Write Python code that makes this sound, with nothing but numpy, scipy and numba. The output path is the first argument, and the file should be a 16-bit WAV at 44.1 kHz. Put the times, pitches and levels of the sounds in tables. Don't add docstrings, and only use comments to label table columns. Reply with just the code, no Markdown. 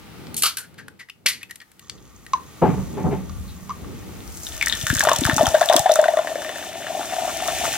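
import sys
import numpy as np
from scipy import signal
from scipy.fft import rfft, irfft, next_fast_len
from scipy.io import wavfile
from scipy.ndimage import uniform_filter1d
from numba import njit

SR = 44100
rng = np.random.default_rng(int(sys.argv[2]) if len(sys.argv) > 2 else 0)


def persist_wave(psi):
    counts = np.round(np.clip(psi, -1, 1) * 32767).astype(np.int16)
    wavfile.write(sys.argv[1], SR, np.atleast_2d(counts).T)


N = 342657

# pitch in Hz, strength in dB per Hz.
LID_COLOUR = [(290, -66), (500, -30), (1020, -31), (1340, -4.5), (1570, -3), (2130, 5.5), (4210, -10),
              (4530, -9.5), (6700, -12.5), (12000, -16), (13400, -25), (14900, -25), (16000, -50)]
# pitch in Hz, width in Hz, level in dB.
LID_MODES = [(1850, 52, -13.5), (4040, 53, 0), (4350, 37, 6), (4400, 88, 3), (4960, 140, -6),
             (6510, 100, -16), (8100, 110, -33.5), (8800, 110, -16), (8800, 140, -17), (9100, 100, 3),
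             (11000, 260, -18.5), (11900, 150, -40)]
# start in seconds, level in dB, ring pitch in Hz, ring level in dB,
# low noise in dB, treble in dB, basic fade time in seconds.
BURSTS = [(0.343, -20, 2600, -27, -22, -1, 0.02), (0.3655, -22, 2580, -37, -37, 4.5, 0.072),
          (0.377, -26.5, 1450, -34, -30, 4.5, 0.28), (0.4216, -12.5, 2620, -29, -5, 1.5, 0.042),
          (0.4336, -8, 1285, -10, -19, -6, 0.16), (0.457, -12, 1350, -19, -31, -7, 0.18),
          (0.5703, -16, 1570, -17, -24, -2, 0.047), (0.583, -27, 1504, -8.5, -19.5, 0, 0.17),
          (1.2608, -2, 2320, -16, 1, -15.5, 0.043), (1.2658, -11, 2040, -13.5, -28, -10.5, 0.22),
          (1.284, -18, 2360, -17, -1, -6.5, 0.18)]
# pitch in Hz, level in dB, ring length in seconds.
TABLE_MODES = [(190.4, 1.5, 0.97), (280, 1, 0.35), (412, 7.5, 0.2), (550, -13, 0.91), (655, -19, 0.16),
               (750, -3.5, 0.4), (866, 0, 0.42), (930, -44, 0.24), (1030, -39, 0.54)]
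# time in seconds, then air column, splash, froth and fizz in dB.
POUR_LEVELS = [(4.2, -65, -67, -52, -62), (4.35, -69, -72, -59, -47), (4.55, -47.5, -41, -44, -43.5),
               (4.8, -55, -36.5, -75, -39.5), (5.0, -39, -37.5, -52, -34), (5.12, -43, -33, -43, -39),
               (5.5, -31.5, -35, -42, -37.5), (5.75, -26.5, -35.5, -53, -38.5), (5.9, -38, -37, -56, -42),
               (6.2, -39, -39.5, -47, -43), (6.4, -35.5, -36.5, -41.5, -42), (6.81, -35, -35.5, -42, -43),
               (7.1, -35, -33, -41, -38.5), (7.66, -28, -26, -38.5, -32.5), (7.77, -30, -25.5, -42, -31.5)]
# start in seconds, level in dB, pitch in Hz.
SLAPS = [(4.4674, -15, 3680), (4.5221, -21, 3490), (4.612, -2.5, 2330), (4.6264, -2, 2160),
         (4.6707, -1.5, 1830), (4.6975, -6.5, 3760), (4.7248, -0.5, 3530), (4.814, -13, 3480),
         (4.8674, -4.5, 1520), (4.9011, -0.5, 1600), (4.9561, -7.5, 1650), (4.976, -8, 1640),
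         (4.9866, -9, 3600), (5.007, 2.5, 1630), (5.051, -1.5, 1360), (5.0875, 1, 1500), (5.116, -1, 1090),
         (5.16, -8, 3430), (5.237, -8, 3650), (5.252, 1, 1600), (5.2968, -1, 1770), (5.3124, -6, 1380),
         (5.3815, -1.5, 1270), (5.4568, -6.5, 3220), (5.4671, -3.5, 1350), (5.55, -3, 1610),
         (5.6107, -7, 1370), (5.627, -5, 1660), (5.6883, 0, 3560), (5.7264, -7, 1560), (5.7675, -3, 3420),
         (5.793, -16, 3520), (5.8625, -7.5, 1820), (5.8935, -9, 1320), (5.913, -10.5, 3720),
         (5.9587, -4, 1360), (5.9953, -10, 1640), (6.041, -5, 1530), (6.0821, -8.5, 1840),
         (6.1706, -10.5, 1800), (6.1877, -11.5, 1440), (6.2721, -11, 1810), (6.356, -20, 1830),
         (6.42, -17, 1630), (6.447, -18, 1790), (6.464, -20, 1820), (6.4925, -13.5, 1860),
         (6.626, -17, 1790), (6.5573, -17.5, 1790), (6.5836, -17, 1430), (6.8682, -17, 1730),
         (7.1336, -22, 1850), (7.483, -12, 1280), (7.644, -12, 1270)]
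# start in seconds, level in dB, pitch in Hz, cycles until faded.
PLOPS = [(4.866, -24, 603, 11), (5.026, 0.5, 1080, 6.1), (5.05, -10, 610, 15), (5.071, 10.5, 697, 7.5),
         (5.115, 7, 607, 6), (5.27, 1, 1170, 10), (5.297, -7.5, 1030, 18), (5.313, -17, 617, 19),
         (5.38, -6.5, 840, 30), (5.393, -5, 900, 17), (5.409, 5, 660, 15.5), (5.424, -8, 640, 17),
         (5.446, -8, 680, 19), (5.467, 0.5, 830, 12.5), (5.543, 4, 622, 16.2), (5.614, 2.5, 690, 19),
         (5.698, 6, 675, 16), (5.712, 0, 800, 18), (5.726, -2, 700, 13), (5.741, 5.5, 675, 13),
         (5.777, -7, 627, 15), (5.796, -6.5, 797, 25), (5.834, -18, 800, 19), (5.858, 2.5, 732, 25),
         (5.895, 3, 644, 18.3), (5.914, -1.5, 613, 16), (5.959, -5.5, 620, 15), (5.989, 3.5, 625, 20),
         (6.027, -5.5, 607, 17), (6.056, -1.5, 655, 15), (6.084, 0, 667, 23), (6.123, -15, 615, 12),
         (6.136, -5, 640, 18), (6.171, 0, 627, 13.5), (6.19, -4, 633, 19), (6.272, -10, 610, 9.9),
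         (6.302, -13, 595, 10), (6.315, -13, 654, 16), (6.356, -8, 536, 9.7), (6.382, -13, 640, 9.4),
         (6.491, -14.5, 516, 9.1), (6.558, -12.5, 620, 8.4), (6.868, -12.5, 690, 9.9),
         (6.902, -14, 680, 22), (6.949, -10.5, 720, 17.5), (6.973, -15, 646, 19), (7.006, -9.5, 750, 16.4),
         (7.122, -13, 720, 23), (7.134, -12, 700, 20), (7.164, -14, 688, 23), (7.183, -11.5, 702, 34),
         (7.221, -10, 722, 23), (7.247, -13, 698, 31), (7.277, -8.5, 707, 18), (7.421, -12, 724, 27),
         (7.465, -12, 770, 19), (7.483, -6.5, 694, 19.5), (7.502, -20, 694, 13), (7.614, -14, 720, 30),
         (7.647, -5, 725, 12), (7.677, -5.5, 702, 16), (7.711, -17, 708, 13)]

BURST_PAN_DB, SLIDE_PAN_DB, RUMBLE_PAN_DB, POUR_PAN_DB = 1.5, 4, -4.5, 4


def undb(db):
    return 10 ** (np.asarray(db) / 20)


def unit(x):
    return x / np.sqrt(np.mean(x ** 2))


def peak(x):
    return x / np.abs(x).max()


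def curves(table):
    s, *columns = np.transpose(table)
    t = np.arange(N) / SR
    gate = np.clip(np.minimum(t - s[0], s[-1] - t + 0.036) / 0.026, 0, 1)
    return [np.interp(t, s, c) for c in columns] + [gate]


def tinted(points, lo_hz=0, hi_hz=SR):
    n = next_fast_len(N)
    f = np.maximum(np.fft.rfftfreq(n, 1 / SR), 1)
    hz, db = np.transpose(points)
    colour = undb(np.interp(np.log(f), np.log(hz), db))
    edges = 1 / (1 + (lo_hz / f) ** 6) / (1 + (f / hi_hz) ** 6)
    return unit(irfft(rfft(rng.standard_normal(n)) * colour * edges, n)[:N])


def wide(points, lo_hz, share):
    middle = tinted(points, lo_hz=lo_hz)
    return middle + share * tinted(points, lo_hz=lo_hz) * np.array([[1], [-1]])


def walk(rate):
    k = int(SR / rate)
    return uniform_filter1d(np.repeat(rng.standard_normal(N // k + 1), k), k)[:N]


def crackle(rate, spread_db):
    chance = rng.random((N, 2))
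    happens = chance[:, 0] < rate / SR
    return happens * undb(-spread_db * np.log(1 - chance[:, 1])) * rng.choice([-1, 1], N)


def place(x, pan_db):
    return x * undb(np.array([pan_db / 2, -pan_db / 2])).reshape(2, -1)


@njit
def svf(x, hz, width):
    y, b, l = np.empty(len(x)), 0., 0.
    for i in range(len(x)):
        g, k = np.tan(np.pi * hz[i] / SR), width / hz[i]
        v = (b + g * (x[i] - l)) / (1 + g * (g + k))
        b, l, y[i] = 2 * v - b, l + 2 * g * v, k * v
    return y


def band(x, hz, width):
    w = 2 * np.pi * hz / SR
    a = np.sin(w) * width / hz / 2
    return signal.lfilter([a, 0, -a], [1 + a, -2 * np.cos(w), 1 - a], x)


def rung(push, hz, width):
    return band(np.append(push, np.zeros(int(2.5 * SR / width))), hz, width)


def add(out, s, sound, pan_db):
    i = int(s * SR)
    n = min(sound.shape[-1], N - i)
    out[:, i:i + n] += place(sound[..., :n], pan_db)


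def ring(hz, t60, glide=0., rise=0.00018):
    t = np.arange(int(t60 * SR) + 8) / SR
    tone = np.sin(2 * np.pi * hz * t * (1 + glide * t / t60 / 2))
    return tone * undb(-60 * t / t60) * (1 - np.exp(-t / rise))


def puff(noise, s, t60, rise):
    t = np.arange(int(t60 * SR) + 8) / SR
    piece = noise[..., (int(s * SR) + np.arange(len(t))) % N]
    shape = undb(-60 * t / t60) * (1 - np.exp(-t / rise)) ** 2
    return piece * shape / shape.max()


def swell(s, hold, db, attack, fade_db_s):
    power = np.zeros(N)
    for start, length, level_db in np.broadcast(s, hold, db):
        i = int(start * SR)
        t = np.arange(min(SR, N - i)) / SR
        gain = undb(level_db - fade_db_s * np.maximum(t - length, 0)) * np.minimum(t / attack, 1)
        power[i:i + len(t)] += gain ** 2
    return np.sqrt(power)


def background():
    # time in seconds, then deep, bass, mid hiss and treble hiss in dB.
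    background_levels = [(0.0, -62, -38, -48, -51.5), (0.34, -64, -38.5, -45.5, -52),
                         (0.52, -64, -56.5, -60, -55), (0.8, -82, -55, -56.5, -66),
                         (1.1, -77, -57, -68, -66.5), (1.5, -82, -53, -61, -61.5),
                         (1.95, -59, -53, -61, -59.5), (2.3, -58, -49, -54.5, -53.5),
                         (2.65, -60, -37, -47, -49), (2.8, -33.5, -42, -46, -46.5),
                         (3.05, -45, -28, -49, -49), (3.3, -39, -43, -51, -49),
                         (3.62, -47, -51, -52.5, -48), (3.9, -46.5, -36, -47, -49.5),
                         (4.5, -45.5, -39.5, -45.5, -42), (5.2, -45, -37.5, -62, -58),
                         (5.8, -59, -48.5, -62, -62), (7.1, -61, -45.5, -64, -62),
                         (7.5, -51, -41.5, -62, -62), (7.77, -55, -43, -62, -62)]
    # pitch in Hz, strength in dB per Hz.
    background_colour = [(15, -45.5), (25, -23), (59, 5), (185, 0), (463, -8), (641, -18.5), (887, -18.5),
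                         (1020, -25.5), (1230, -19.5), (1700, -26.5), (2110, -23.5), (2410, -25),
                         (3620, -28), (14800, -29.5), (16000, -32)]
    deep_db, bass_db, hiss_db, treble_db, _ = curves(background_levels)
    # lower and upper edge in Hz, gain, waver in dB, shared part on the left and on the right.
    bands = [(0, 94, undb(deep_db + 6.5), 3.5, 0.6, -0.18),
             (82.0, 1200, undb(bass_db), 3.5, 0.49, 0.38),
             (680, 5300, undb(hiss_db), .8, 0.56, 0.42),
             (4230, SR, undb(treble_db), .8, 0.52, 0.27)]
    out = 0
    for lo_hz, hi_hz, gain, waver_db, left, right in bands:
        noise = tinted(background_colour, lo_hz, hi_hz)
        own = np.array([np.roll(noise, N // 3), np.roll(noise, -N // 3)])
        both = np.array([[left], [right]]) * noise + 0.68 * own
        out = out + gain * undb(waver_db * walk(6.9)) * both
    return out


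def sputter():
    return undb(1.5 * walk(150))


def lid_body():
    white = rng.standard_normal(N)
    metal = unit(sum(undb(db) * unit(band(white, hz, w)) for hz, w, db in LID_MODES))
    broad = undb(-6) * unit(band(white, 4620, 520))
    return sputter() * (tinted(LID_COLOUR, 2950, 8100) + 0.32 * metal + broad)


def lid_rows():
    # start in seconds, level in dB, ring pitch in Hz, ring level in dB, treble in dB.
    tick_rows = [(0.2684, -33, 1360, -4.5, -22), (0.742, -42, 1640, -5, -5), (0.8814, -29.5, 1570, 0, -11),
                 (1.087, -43.5, 1830, 7, -11), (1.0974, -36.5, 2700, 7.5, -4.5),
                 (1.43, -34, 2600, 5.5, -0.5), (1.509, -25, 1920, -4.5, -5), (1.557, -26.5, 1940, -16, -6),
                 (1.6017, -28, 1900, -9, -21), (1.716, -40.5, 1730, -10, -6),
                 (1.7939, -32, 1900, -16, -5.5), (1.8961, -12, 3020, -41, -26), (2.264, -32, 1880, -3, -10)]
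    # start in seconds, level in dB, ring pitch in Hz,
    # basic fade time in seconds.
    rub_rows = [(0.635, -50, 1660, 0.044), (0.775, -38.5, 1690, 0.082), (0.989, -36.5, 1950, 0.072),
                (1.403, -46, 1970, .075), (1.49, -44, 1900, 0.061), (1.612, -39, 1790, 0.026),
                (3.47, -48.5, 3920, 0.1)]
    rows = [(s, db, hz, ring_db, -6.5, treble_db, 0.019, 3.5, 0.00046)
            for s, db, hz, ring_db, treble_db in tick_rows]
    rows += [(*row, BURST_PAN_DB, 0.00025) for row in BURSTS]
    rows += [(s, db, hz, -1, 3.0, -12, t60, 3.5, .02) for s, db, hz, t60 in rub_rows]
    return rows


def lid_touches(body):
    out = np.zeros((2, N))
    white = rng.standard_normal(N)
    low = sputter() * tinted(LID_COLOUR, hi_hz=2700)
    treble = sputter() * wide(LID_COLOUR, 7200, 0.98)
    for s, db, hz, ring_db, low_db, treble_db, t60, pan_db, rise in lid_rows():
        add(out, s, undb(db - 12.5) * puff(body, s, t60, rise), pan_db)
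        add(out, s, undb(db + low_db - 15.5) * puff(low, s, t60, rise), pan_db)
        add(out, s, undb(db + treble_db - 6.0) * puff(treble, s, 0.76 * t60, rise), pan_db)
        head_space = rung(puff(white, s, 1.18 * t60, rise), hz, .085 * hz)
        add(out, s, undb(db + ring_db + 18.5) * head_space, pan_db)
    return out


def tearing_metal():
    out = np.zeros((2, N))
    white = rng.standard_normal(N)
    for s, db, *_ in BURSTS:
        for hz, width, mode_db in LID_MODES:
            note = rung(puff(white, s + 0.14, 0.0083, .0002), hz, .4 * width)
            add(out, s, undb(db + mode_db + 8.5) * note, BURST_PAN_DB)
    return out


def lid_knocks():
    # start in seconds, peak in dB.
    knock_rows = [(0.434, -21), (1.258, -21)]
    out = np.zeros((2, N))
    white = rng.standard_normal(N)
    for s, db in knock_rows:
        add(out, s, undb(db) * peak(rung(puff(white, s, .015, .001), 450, 900.)), 1.5)
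    return out


def bubble_pings():
    # time in seconds, level in dB.
    ping_levels = [(1.8, -54), (2.2, -58.5), (2.8, -48.5), (3.4, -54), (4.2, -56)]
    # pitch in Hz, width in Hz, level in dB.
    ping_modes = [(1160, 130, -4.5), (1880, 39, -10), (3480, 840, -8), (6500, 940, -2.5)]
    level_db, on = curves(ping_levels)
    bubbles = crackle(500, 2.8)
    pings = 0
    for k, (hz, width, db) in enumerate(ping_modes):
        shifted = np.roll(bubbles, 7919 * k)
        pings = pings + undb(db) * unit(band(shifted, hz, width))
    return place(on * undb(level_db) * pings, -1.0)


def wall_pops(body):
    # start in seconds, level in dB, basic pitch in Hz, fade time in seconds, left minus right in dB.
    wall_rows = [(2.334, -4, 1065, 0.041, 0.5), (3.295, -21.5, 1220, 0.014, -2.0),
                 (3.694, -18, 1048, 0.035, 0), (3.704, -18.5, 1190, 0.046, 1)]
    # pitch in Hz, level in dB, fade time in seconds.
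    wall_modes = [(2210, -26, 0.031), (2830, -37, 0.043), (3930, -21, 0.018), (4930, -25, 0.026),
                  (6100, -13, 0.01)]
    out = np.zeros((2, N))
    white = rng.standard_normal(N)
    for s, db, hz, t60, pan_db in wall_rows:
        add(out, s, undb(db + 9.0) * ring(1.03 * hz, t60, glide=-0.247, rise=0.0078), pan_db)
        slosh = rung(puff(white, s, 0.28, 0.0015), 0.96 * hz, 78.0)
        add(out, s, undb(db - 9.0) * slosh, pan_db)
        add(out, s, undb(db - 25.5) * puff(body, s, 0.018, 0.00038), pan_db)
        for mode_hz, mode_db, mode_t60 in wall_modes:
            add(out, s, undb(db + mode_db) * ring(mode_hz, mode_t60), pan_db)
    return out


def can():
    body = lid_body()
    return lid_touches(body) + tearing_metal() + lid_knocks() + bubble_pings() + wall_pops(body)


def mug_pulls():
    # start in seconds, length in seconds,
    # then scrape, rumble and grit in dB.
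    pull_rows = [(2.612, 0.083, -13.5, -16, -37), (2.767, 0.024, -22.5, -26.5, -52),
                 (2.965, 0.034, -20, -32, -44), (3.037, 0.0093, -8.5, -12, -56),
                 (3.106, 0.011, -18.5, -36, -37), (3.201, 0.5, -52, -38.5, -76),
                 (3.68, 0.0095, -41, -47, -46)]
    s, hold, scrape_db, rumble_db, grit_db = np.transpose(pull_rows)
    attack_s = 0.013
    scraping = swell(s, hold, scrape_db, attack_s, fade_db_s=278)
    rumbling = swell(s, hold, rumble_db, attack_s, fade_db_s=114)
    gritting = swell(s, hold, grit_db, attack_s, fade_db_s=160)
    slips, white = crackle(1200, 0.69), rng.standard_normal(N)
    scrape = sum(undb(db) * unit(band(slips, hz, 5.1 / t60)) for hz, db, t60 in TABLE_MODES[1:])
    boom = unit(band(slips, TABLE_MODES[0][0], 9.2))
    thrum = np.array([unit(band(band(np.roll(white, k), 130, 150), 120, 170)) for k in (0, N // 2)])
    grit = band(band(band(slips + 0.27 * white, 2350, 1700), 1950, 1800), 1850, 1700)
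    wood = place(scraping * undb(-12) * unit(scrape), SLIDE_PAN_DB)
    wood = wood + place(rumbling * (undb(-6) * thrum + undb(-7.0) * boom), RUMBLE_PAN_DB)
    return wood, place(gritting * undb(-5.5) * unit(grit), SLIDE_PAN_DB)


def mug_jerks():
    # start in seconds, level in dB.
    jerk_rows = [(2.619, -1.5), (2.637, -7.5), (2.655, -14), (2.69, -20), (2.735, -23.5), (2.797, -37),
                 (2.97, -19), (3.046, -37), (3.059, -15.5), (3.124, -15)]
    out = np.zeros((2, N))
    white = rng.standard_normal(N)
    dull = unit(band(white, 700, 690.0))
    for s, db in jerk_rows:
        add(out, s, undb(db - 16.5) * puff(dull, s, 0.13, 0.0014), SLIDE_PAN_DB)
        for hz, mode_db, t60 in TABLE_MODES:
            note = peak(rung(puff(white, s + t60, 0.094, 0.00055), hz, 9.4 / t60))
            pan_db = RUMBLE_PAN_DB if hz == TABLE_MODES[0][0] else SLIDE_PAN_DB
            add(out, s, undb(db + mode_db - 12.5) * note, pan_db)
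    return out


def slide():
    wood, grit = mug_pulls()
    dull_wood = signal.butter(4, 1300, fs=SR, output="sos")
    return signal.sosfilt(dull_wood, wood + mug_jerks()) + grit


def column_pitch():
    pool_s, pool_hz, rise_hz_s = 5.0, 625, 31.3
    return pool_hz + rise_hz_s * (np.arange(N) / SR - pool_s)


def air_in_mug():
    column_db, _, froth_db, _, on = curves(POUR_LEVELS)
    s, plop_db = np.array(PLOPS)[:, :2].T
    stir = swell(s, 0.0033, plop_db, 0.0026, fade_db_s=267)
    drops = crackle(1100, 2.6)
    wobble = column_pitch() * (1 + 0.045 * walk(25))
    column = unit(svf(svf(drops, wobble, 116.0), wobble, 240.0))
    froth = undb(froth_db - 3.5) * unit(band(band(drops, 345, 190), 283, 270))
    throat = 920 * (1 + 0.19 * walk(30))
    gurgle = unit(svf(svf(np.roll(drops, N // 2), throat, 137.0), throat, 500.0))
    column = (undb(column_db - 3) + undb(-31.5) * stir) * column
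    return place(on * (column + froth + undb(-28) * stir * gurgle), POUR_PAN_DB)


def glass_noise():
    # pitch in Hz, width in Hz, level in dB.
    mug_modes = [(920, 50, -5), (1420, 43, -4), (1516, 120, -0.5), (1785, 58, 10), (2400, 59, -11),
                 (2977, 76, 3), (3530, 110, 8.5)]
    spray = crackle(2500, 2.18)
    return unit(sum(undb(db) * unit(band(spray, hz, w)) for hz, w, db in mug_modes))


def splash_noise(glass):
    damp_db = 3 * np.maximum(np.arange(N) / SR - 6.0, 0)
    water = unit(band(band(rng.standard_normal(N), 2680, 1500), 2820, 2000))
    return unit(undb(-damp_db) * glass + undb(-2.5) * water)


def stream(splash):
    _, splash_db, _, _, on = curves(POUR_LEVELS)
    s, slap_db, _ = np.transpose(SLAPS)
    thrown = undb(-32.5) * swell(s, 0.002, slap_db, 0.001, fade_db_s=318)
    return place(on * (undb(splash_db - 3.5) + thrown) * splash, POUR_PAN_DB)


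def foam_noise():
    # pitch in Hz, strength in dB per Hz.
    fizz_colour = [(2350, -25), (4000, 4), (4620, -1), (5930, 3), (7570, 1.5), (12000, -6), (14700, -5),
                   (16000, -15)]
    return wide(fizz_colour, 4340, 0.52)


def foam_fizz(foam):
    _, _, _, fizz_db, on = curves(POUR_LEVELS)
    bare = np.interp(np.arange(N) / SR, [5.9, 6.2], [1, .25])
    bursting = 1 + 35.0 * bare * uniform_filter1d(np.abs(crackle(200, 4.5)), 60)
    fizz = unit(foam * bursting * undb(1.7 * walk(25)))
    return place(on * undb(fizz_db + 6.0) * fizz, 1.7)


def small_bubbles():
    column_db, splash_db, *_ = curves(POUR_LEVELS)
    column_hz = column_pitch()
    start, end = POUR_LEVELS[0][0], POUR_LEVELS[-1][0]
    per_s, spread_db, max_db = 160, 3.0, 6.5
    pool, slaps = np.zeros((2, N)), np.zeros((2, N))
    for when, big, pitch, kind in rng.random((int(per_s * (end - start)), 4)):
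        s = start + when * (end - start)
        size_db = min(-spread_db * np.log(1 - big), max_db)
        i = min(int(s * SR), N - 1)
        if kind < .3:
            hz = column_hz[i] * (0.847 + .25 * pitch)
            plop = ring(hz, 14 / hz, glide=0.043, rise=0.0046)
            add(pool, s, undb(column_db[i] + 10.5 + size_db) * plop, POUR_PAN_DB)
        else:
            hz = 1150 * 3.4 ** pitch
            add(slaps, s, undb(splash_db[i] + 7.5 + size_db) * ring(hz, 9 / hz, glide=0.06), POUR_PAN_DB)
    return pool, slaps


def bubble_spits(foam):
    # start in seconds, level in dB, pitch in Hz.
    spit_rows = [(4.4328, -22, 7290), (4.6243, -15, 5160), (4.6598, -8.5, 6100), (4.6823, -9.5, 5750),
                 (4.8113, -19, 5700), (4.868, -9.5, 7150), (4.8965, -17, 7200), (4.939, -12, 10500),
                 (4.95, -9.5, 6950), (4.994, -5, 7130), (5.0142, -9, 5600), (5.0368, -7, 10700),
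                 (5.0517, -17, 6840), (5.0918, -9.5, 5700), (5.132, -8.5, 6960), (5.162, -9.5, 5560),
                 (5.1857, -10.5, 6150), (5.209, -12, 6980), (5.251, -10, 10540), (5.2634, -10, 5260),
                 (5.364, -8.5, 5870), (5.37, -9.5, 6850), (5.4678, -9, 5600), (5.4877, -12, 5740),
                 (5.6115, -13, 6340), (5.658, -11, 11900), (5.6969, -15, 6480), (5.7273, -14, 5730),
                 (5.7337, -11, 5060), (5.7929, -7, 6470), (5.9184, -9.5, 5730), (5.9384, -9.5, 6040),
                 (5.9562, -7, 6400), (6.014, -16, 7200)]
    out = np.zeros((2, N))
    t60 = 0.016
    for s, db, hz in spit_rows:
        add(out, s, undb(db - 9.0) * puff(foam, s + 0.79, t60, 0.00041), 2.5)
        add(out, s, undb(db + 0.5) * ring(hz, 0.41 * t60, glide=0.064, rise=0.00026), 2.5)
    return out


def stream_slaps(glass, touch):
    out = np.zeros((2, N))
    white = rng.standard_normal(N)
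    for s, db, hz in SLAPS:
        octaves = np.log2(hz / 1e3)
        pan_db = 1.5 + 4.0 * octaves
        after_db = 1.5 - 4.5 * octaves
        add(out, s, undb(db) * ring(hz, 0.0077, glide=0.019, rise=0.00045), pan_db)
        add(out, s, undb(db - 19.5) * puff(touch, s, 0.0037, .0001), pan_db)
        wet = band(rung(puff(white, s, 0.069, 0.00026), hz, 0.11 * hz), hz, 0.51 * hz)
        add(out, s, undb(db + after_db) * wet, pan_db)
        add(out, s, undb(db + after_db - 26) * puff(glass, s + .7, 0.059, 0.00026), pan_db)
    return out


def glugs():
    # start in seconds, level in dB, pitch in Hz.
    glug_rows = [(4.835, -19, 109), (4.904, -10.5, 103), (4.928, -16.5, 259), (4.959, -18, 91.5),
                 (5.189, -16, 94.5), (5.217, -13, 276), (5.254, -12, 97), (5.289, -13.5, 275),
                 (5.33, -13, 116), (5.365, -19, 260), (5.401, -20, 108), (5.431, -14.5, 263),
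                 (5.475, -14, 86), (5.754, -15.5, 302), (5.796, -21.5, 114)]
    out = np.zeros((2, N))
    for s, db, hz in glug_rows:
        add(out, s, undb(db + 11.5) * ring(hz, 0.027, glide=0.065, rise=0.0045), 7.5)
    return out


def plops(glass):
    pool, knocks = np.zeros((2, N)), np.zeros((2, N))
    for s, db, hz, cycles in PLOPS:
        add(pool, s, undb(db + 3.5) * ring(hz, cycles / hz, glide=0.085, rise=0.0046), POUR_PAN_DB)
        add(knocks, s, undb(db - 26) * puff(glass, s + .3, 0.019, 0.00046), POUR_PAN_DB)
    return pool, knocks


def pour():
    glass, foam = glass_noise(), foam_noise()
    splash = splash_noise(glass)
    small_pool, small_slaps = small_bubbles()
    big_pool, knocks = plops(glass)
    pool = small_pool + big_pool
    pool = pool + undb(6.0) * band(pool, 607.3, 21.3)
    out = air_in_mug() + stream(splash) + foam_fizz(foam) + small_slaps + bubble_spits(foam)
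    out = out + stream_slaps(glass, splash + .9 * foam) + glugs() + knocks + pool
    return signal.sosfilt(signal.butter(2, 55, "high", fs=SR, output="sos"), out)


def scene():
    near = can() + slide() + pour()
    t = np.arange(int(.3 * SR)) / SR
    room_t60_s, room_db = 0.21, -11.5
    tail = rng.standard_normal((2, len(t))) * undb(-60 * t / room_t60_s) * (t > .002)
    tail = undb(room_db) * tail / np.sqrt(np.sum(tail ** 2, axis=1, keepdims=True))
    return near + signal.oaconvolve(near, tail, axes=1)[:, :N] + background()


def record(dry):
    lag_samples, top_hz = 2, 15900
    heard = np.array([np.roll(dry[0], lag_samples), dry[1]])
    heard = signal.sosfilt(signal.butter(2, 32, "high", fs=SR, output="sos"), heard)
    top_cut = signal.ellip(10, .2, 70, top_hz, fs=SR, output="sos")
    return signal.sosfilt(top_cut, np.clip(heard, -1, 1))


dry = scene()
out = record(dry)
persist_wave(out)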